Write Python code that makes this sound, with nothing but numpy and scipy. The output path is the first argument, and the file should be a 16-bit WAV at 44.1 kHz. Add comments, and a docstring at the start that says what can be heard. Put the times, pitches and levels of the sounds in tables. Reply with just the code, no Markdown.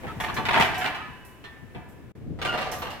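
"""Open field, a galvanised steel cattle crush, light wind rumbling on the microphone over open-air hiss.
A cow walks in: dull hoof thumps are soft-edged, low-coloured noise; clinks of pins and latches are dense high modes.
Bars and panels clang, chatter and ring: each contact is a crack, a wash of panel modes and wavering bar modes.
Sliding steel squeals as unsteady, fluttering tones. After a brief dip in level the head gate squeals and rattles.
"""
import sys
import numpy as np
from scipy import signal
from scipy.fft import rfft, irfft, next_fast_len
from scipy.io import wavfile
from scipy.ndimage import uniform_filter1d

SR = 44100
rng = np.random.default_rng(int(sys.argv[2]) if len(sys.argv) > 2 else 0)


def digitize_waveform(pressure):
    """Quantize a signal to 16-bit integers and store it at the path in sys.argv[1].

    Rows of a 2-D input are taken as channels; values are limited to [-1, 1].
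    """
    field = np.atleast_2d(pressure).T
    bounded = np.clip(field, -1, 1)
    quanta = np.round(bounded * 32767).astype(np.int16)
    wavfile.write(sys.argv[1], SR, quanta)


N = 132300  # samples, 3 s

# Wind on the microphone: (time [s], level [dB]), and its spectrum: (frequency [Hz], level [dB])
WIND_LEVELS = [(0, -43.5), (.5, -35), (1.3, -51), (2.1, -46), (2.4, -38), (3, -45)]
WIND_SPECTRUM = [(20, -17), (85, -1.5), (400, -12.5), (900, -31.5), (16000, -64)]
# Open-air hiss: (time [s], level [dB]), and its spectrum: (frequency [Hz], level [dB])
AIR_LEVELS = [(0, -46.5), (2.15, -58.5), (3, -82)]
AIR_SPECTRUM = [(380, -3.5), (2300, -8.5), (4500, -23), (15000, -26)]
# Stereo width of all noise: (frequency [Hz], side against mid [dB])
STEREO_WIDTH = [(150, -0.5), (650, -8), (1100, -4), (4500, 0.5)]

# Hoof thumps on the floor: (time [s], level [dB]), and their spectrum: (frequency [Hz], level [dB])
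HOOF_THUMPS = [(.055, -36), (.163, -35), (.38, -32), (.59, -25.5), (0.687, -37), (1.08, -40.5),
               (1.625, -40), (1.757, -35), (1.883, -48), (2.045, -43), (2.214, -37), (2.262, -33.5),
               (2.296, -28.5)]
THUMP_SPECTRUM = [(30, -22.5), (115, 3.5), (350, -14), (700, -44.5), (16000, -88)]
THUMP_T60_S, THUMP_RISE_S = 0.18, 0.0039
LOW_PAN_DB = 3  # left against right, for hooves and wind

# Clinks of pins and latches: (time [s], level [dB], lowest note [Hz])
FITTING_CLINKS = [(.203, -41, 5430), (0.342, -42.5, 5070), (.598, -35.5, 4710), (0.779, -40.5, 5150),
                  (1.25, -51.5, 7800), (1.887, -59.5, 7100), (2.716, -37, 4840), (2.786, -46.5, 12150),
                  (2.904, -53, 7000)]
# Spectrum of the clinks: (frequency [Hz], level [dB])
CLINK_SPECTRUM = [(5600, 5), (8500, -3.5), (13700, 0.5), (16000, -14)]
CLINK_T60_S, CLINK_PAN_DB = 0.41, -5.5

# Steel sliding on steel:
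# (time [s], length [s], pitch [Hz], level [dB], gain of each next overtone [dB])
STEEL_SQUEALS = [(0.077, 0.05, 1295, -36.5, -16), (0.553, 0.086, 915, -19, -24),
                 (0.756, 0.165, 739, -26, -28), (0.966, 0.15, 1254, -35, -8), (2.454, 0.11, 1412, -23.5, 1)]
SQUEAL_JITTER = 0.024  # pitch deviation as a fraction of the pitch
SQUEAL_T60_S, SQUEAL_FLUTTER_DB = 1, 3.5

# Knocks of the head gate: (time [s], level [dB], brightness [dB per octave])
HEAD_GATE_KNOCKS = [(2.389, -37.5, -1.5), (2.416, -26.5, -0.5), (2.450, -23, -0.5), (2.527, -25.5, -3.5),
                    (2.542, -25.5, -3.5), (2.576, -25.5, -0.5), (2.591, -41, -2), (2.612, -27, 0.5),
                    (2.665, -30.5, -2.5), (2.718, -28.5, -2.5), (2.820, -28, -0.5), (2.856, -31, -2.5),
                    (2.904, -35.5, 1.5)]
# Spectrum of the gate: (frequency [Hz], level [dB])
GATE_SPECTRUM = [(60, -17), (350, -12), (720, -3.5), (2900, -10.5), (4300, -17), (7500, -30), (16000, -38)]
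# Ringing of the gate: (frequency [Hz], level [dB], t60 [s])
GATE_RINGING = [(511, -2.5, 0.18), (738, -3, 0.4), (1181, 0.5, 0.49), (1907, -4, 0.4), (2820, 1.5, 0.24)]

# Taps on one loose bar: (time [s], level [dB], brightness [dB per octave])
LOOSE_BAR_TAPS = [(.366, -25, 0), (1.441, -37, 0.5)]
# Ringing of the loose bar, with one close pair that beats: (frequency [Hz], level [dB], t60 [s])
LOOSE_BAR_RINGING = [(1153, 3.5, 0.27), (1777, 3, 1.1), (1828, -9.5, 1.1), (3493, -5, 0.22),
                     (4130, -1, 0.15)]

# Blows on the frame and floor: (time [s], level [dB], brightness [dB per octave])
BLOWS_ON_FRAME = [(.034, -32.5, -7), (.068, -35, -0.5), (.201, -25.5, 0.5), (.238, -25.5, 0),
                  (.284, -27.5, -1), (.383, -25, -5), (.453, -24.5, 2.5), (.486, -20, -0.5),
                  (.509, -22.5, -1), (.532, -21.5, 0.5), (.543, -20, -2), (.553, -22, -0.5),
                  (.563, -19.5, -3.5), (.575, -21, 0.5), (.597, -17.5, -2.5), (.610, -18, 1),
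                  (.623, -19, 1), (.647, -23, -0.5), (.745, -33, 7.5), (.811, -26, 1.5), (.844, -23.5, -2),
                  (.86, -23.5, 1), (.947, -32, 1.5), (1.748, -36.5, -3.5)]
# Spectrum of the frame, also used for the loose bar: (frequency [Hz], level [dB])
FRAME_SPECTRUM = [(30, -35), (130, -13), (380, -8), (560, -12), (760, -1.5), (950, -1.5), (1300, -7),
                  (1800, -3.5), (2900, -9), (3600, -14), (6500, -32), (16000, -40.5)]
# Ringing of the frame bars: (frequency [Hz], level [dB], t60 [s])
FRAME_RINGING = [(657, 0.5, 0.31), (726.7, 7.5, 0.33), (889, 5.5, 0.31), (944, 1, 0.43), (1011, -7.5, 1.76),
                 (1212, 1, 0.52), (1583, -7, 1.3), (1723, 0.5, 1.2), (1900, -8.5, 1.3), (2350, 1, 0.45),
                 (2610, -8, 1.4), (2938, -7, 1.4)]

# Decays (t60) in seconds; wash and ring levels are against the crack; pan is left against right
FRAME_STEEL = dict(crack_t60=0.038, wash_t60=0.9, wash_db=-2.5, ring_db=-4.5, damping=0.15,
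                   pan_db=-1, chatter_max_s=0.015)
BAR_STEEL = dict(FRAME_STEEL, ring_db=0)
GATE_STEEL = dict(crack_t60=0.039, wash_t60=0.82, wash_db=1, ring_db=-4.5, damping=0.17,
                  pan_db=-1, chatter_max_s=0.017)
RING_WAVER_HZ = 14
RING_LOSS = 0.16  # dB of wash and ring lost per dB of force: a hard blow also damps the bars

# A light blow leaves the parts chattering longer than a hard one, which presses them together
CHATTER_S, CHATTER_AT_DB, CHATTER_HALVING_DB = 0.014, -27, 8
CHATTER_PER_S = 600  # mean rate of rebounds
CHATTER_SIZE, CHATTER_SPREAD_DB = 1.49, 2

DIP_S, DIP_DB = (2.121, 2.151), -31
TOP_HZ = 15900  # upper edge of the sound


def undb(db):
    """Decibels to gain."""
    return 10 ** (np.asarray(db) / 20)


def unit(x):
    """Scale to a mean energy of one per channel."""
    return x / np.sqrt(np.sum(x ** 2) / len(np.atleast_2d(x)) + 1e-20)


def fade(t, t60):
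    """Exponential decay that falls 60 dB in t60 seconds."""
    return np.exp(-np.log(1000) * t / t60)


def pan(db):
    """Left and right gains that differ by db."""
    return undb(np.array([[db], [-db]]) / 2)


def smooth_random(n, size):
    """Slow random movement with a standard deviation of one."""
    x = uniform_filter1d(rng.standard_normal(n), size=size)
    return x / x.std()


def curve(points, hz):
    """Gain of a spectrum at the given frequencies, interpolated over log frequency."""
    f, db = np.array(points, float).T
    return undb(np.interp(np.log(np.maximum(hz, 1)), np.log(f), db))


def colour(x, points, tilt_db=0):
    """Minimum-phase filter with the given spectrum, tilted about 1.4 kHz."""
    n = next_fast_len(x.shape[-1] + 4096, real=True)
    hz = np.arange(n // 2 + 1) * SR / n
    octaves = np.log2(np.clip(hz, 400, 5000) / 1400)
    gain = curve(points, hz) * undb(tilt_db * octaves)
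    # folding the cepstrum onto positive time makes the filter causal
    cepstrum = irfft(np.log(gain).astype(np.float32), n)
    cepstrum[1:n // 2] *= 2
    cepstrum[n // 2 + 1:] = 0
    response = np.exp(rfft(cepstrum))
    return irfft(rfft(x.astype(np.float32), n) * response, n)[..., :x.shape[-1]]


def noise(n):
    """Stereo noise whose width depends on frequency."""
    mid, side = rfft(rng.standard_normal((2, n)))
    width = curve(STEREO_WIDTH, np.arange(len(mid)) * SR / n)
    left_right = np.array([mid + width * side, mid - width * side])
    return irfft(left_right / np.sqrt(1 + width * width), n)


def add(out, start, x, db):
    """Mix in an event; its level is its energy spread over 20 ms."""
    i = int(start * SR)
    event = unit(x) * undb(db) * np.sqrt(SR / 50)
    out[:, i:i + x.shape[1]] += event[:, :N - i]


def steady(levels, spectrum):
    """Moving air: coloured noise that follows a level curve."""
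    x = colour(noise(N), spectrum)
    level_db = np.interp(np.arange(N) / SR, *np.array(levels).T)
    return x / x.std() * undb(level_db)


def open_air():
    """Hiss of the open air around the crush."""
    return steady(AIR_LEVELS, AIR_SPECTRUM)


def wind():
    """Light wind rumbling on the microphone, low-coloured and stronger on the left."""
    return steady(WIND_LEVELS, WIND_SPECTRUM) * pan(LOW_PAN_DB)


def hooves():
    """Dull, soft-edged thumps of the floor plate: decaying noise with a gradual rise."""
    out, t = np.zeros((2, N)), np.arange(2 ** 14) / SR
    for start, db in HOOF_THUMPS:
        rise = 1 - np.exp(-t / THUMP_RISE_S)
        thump = noise(len(t)) * fade(t, THUMP_T60_S) * rise
        add(out, start, colour(thump, THUMP_SPECTRUM), db)
    return out * pan(LOW_PAN_DB)


def clinks(count=170):
    """Small loose steel parts ring briefly above their lowest note, each with its own modes, with hiss."""
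    out, t = np.zeros((2, N)), np.arange(2 ** 14) / SR
    for start, db, low_hz in FITTING_CLINKS:
        bins = (rng.uniform(low_hz, TOP_HZ, count) * len(t) / SR).astype(int)
        modes = np.zeros((2, len(t) // 2 + 1), complex)
        phases = 2 * np.pi * rng.uniform(size=(2, count))
        modes[:, bins] = rng.rayleigh(size=count) * np.exp(1j * phases)
        highpass = signal.butter(2, low_hz, "high", fs=SR, output="sos")
        hiss = signal.sosfilt(highpass, noise(len(t)))
        clink = (unit(irfft(modes)) + unit(hiss)) * fade(t, CLINK_T60_S)
        add(out, start, colour(clink, CLINK_SPECTRUM), db)
    return out * pan(CLINK_PAN_DB)


def squeals(rise_s=0.036, release_s=0.013, count=2):
    """Sliding bars stick and slip, heard as harmonics of an unsteady pitch; the overtone dies first."""
    out, t = np.zeros((2, N)), np.arange(2 ** 13) / SR
    for start, length, hz, db, overtone_db in STEEL_SQUEALS:
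        pitch = hz * (1 + SQUEAL_JITTER * smooth_random(len(t), 90))
        phase = 2 * np.pi * np.cumsum(pitch) / SR
        tone = 0
        for k in range(1, count + 1):
            offset = .5 * rng.standard_normal((2, 1))  # differs between left and right
            partial = np.sin(k * (phase + offset)) * fade(t, SQUEAL_T60_S / k)
            tone = tone + undb(overtone_db * (k - 1)) * partial
        flutter = undb(SQUEAL_FLUTTER_DB * smooth_random(len(t), 200))
        envelope = np.clip(t / rise_s, 0, 1) * np.clip((length - t) / release_s, 0, 1)
        add(out, start, tone * flutter * envelope, db)
    return out


def ring(t, hz):
    """One mode of a loosely held bar, whose pitch wavers as it shifts in its sockets."""
    pitch = hz + RING_WAVER_HZ * smooth_random(len(t), 1500)
    return np.exp(2j * np.pi * np.cumsum(pitch) / SR)


def wash(t, t60, damping):
    """Countless weak modes of a welded frame: octave bands of noise, dying sooner away from 1 kHz."""
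    spectrum = rfft(noise(len(t)))
    hz = np.arange(spectrum.shape[1]) * SR / len(t)
    octave = np.log2(np.clip(hz, 125, 16000) / 1000)
    out = 0
    for k in range(-3, 5):
        band = irfft(spectrum * np.maximum(1 - abs(octave - k), 0), len(t))
        out = out + band * fade(t, t60 * 2 ** (-damping * abs(k)))
    return out


def chatter(length):
    """A first contact, then a spray of rebounds that builds up and dies."""
    gaps, sizes = rng.exponential(size=160), rng.standard_normal(size=160)
    when = np.cumsum(gaps) / CHATTER_PER_S
    dying = np.exp(-when / max(length, .001))
    size = CHATTER_SIZE * dying * (1 - dying ** 2) * undb(CHATTER_SPREAD_DB * sizes)
    size *= rng.choice([-1, 1], size=160)
    train = np.bincount((when * SR).astype(int), size, SR // 4)[:SR // 4]
    train[0] += 1
    return train[None]


def steel(blows, spectrum, modes, crack_t60, wash_t60, wash_db, ring_db, damping, pan_db, chatter_max_s):
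    """Each blow chatters; every contact gives a short crack, a wash of panel modes and the ring of the bars."""
    out, t = np.zeros((2, N)), np.arange(2 ** 16) / SR
    short = t[:2 ** 12]
    rings = np.array([undb(db) * ring(t, hz) * fade(t, t60) for hz, db, t60 in modes], np.complex64)
    washes = [wash(t, wash_t60, damping) for _ in range(4)]  # taken in turn by the blows
    mode_octaves = np.log2(np.array(modes)[:, 0])
    for k, (start, db, tilt_db) in enumerate(blows):
        softness_db = CHATTER_AT_DB - db
        length = min(CHATTER_S * 2 ** (softness_db / CHATTER_HALVING_DB), chatter_max_s)
        free = undb(RING_LOSS * softness_db)

        body = free * undb(wash_db) * unit(colour(washes[k % len(washes)], spectrum, tilt_db))
        crack = noise(len(short)) * fade(short, crack_t60)
        body[:, :len(short)] += unit(colour(crack, spectrum, tilt_db))

        # mode phases are new for every blow and differ a little between left and right
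        phase = rng.uniform(0, 2 * np.pi, len(modes)) + .5 * rng.standard_normal((2, len(modes)))
        share = unit(undb(tilt_db * mode_octaves)) * np.exp(1j * phase)
        bar_ring = share.astype(np.complex64).dot(rings).real
        body += free * undb(ring_db) * unit(bar_ring)

        contacts = chatter(length).astype(np.float32)
        add(out, start, signal.fftconvolve(body.astype(np.float32), contacts, axes=1), db)
    return out * pan(pan_db)


def head_gate():
    """The head gate rattles: chattering knocks excite its panel and bar modes."""
    return steel(HEAD_GATE_KNOCKS, GATE_SPECTRUM, GATE_RINGING, **GATE_STEEL)


def loose_bar():
    """Taps on one loose bar, its own modes ringing more strongly against the crack."""
    return steel(LOOSE_BAR_TAPS, FRAME_SPECTRUM, LOOSE_BAR_RINGING, **BAR_STEEL)


def frame():
    """Blows on the frame and floor set the bars and panels clanging and ringing."""
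    return steel(BLOWS_ON_FRAME, FRAME_SPECTRUM, FRAME_RINGING, **FRAME_STEEL)


def scene():
    """Open air and wind, then hooves, fittings, squeals, head gate, loose bar and frame."""
    background = open_air() + wind()
    small_parts = clinks() + squeals()
    metal = head_gate() + loose_bar() + frame()
    return background + hooves() + small_parts + metal


def record(dry):
    """The level dips briefly, and a steep low-pass cuts the top."""
    t = np.arange(N) / SR
    inside = 1. * ((t > DIP_S[0]) & (t < DIP_S[1]))
    dip = uniform_filter1d(inside, size=200)  # softened edges
    lowpass = signal.ellip(8, .2, 70, TOP_HZ, fs=SR, output="sos")
    return signal.sosfilt(lowpass, dry * undb(DIP_DB * dip))


dry = scene()
out = record(dry)
digitize_waveform(out)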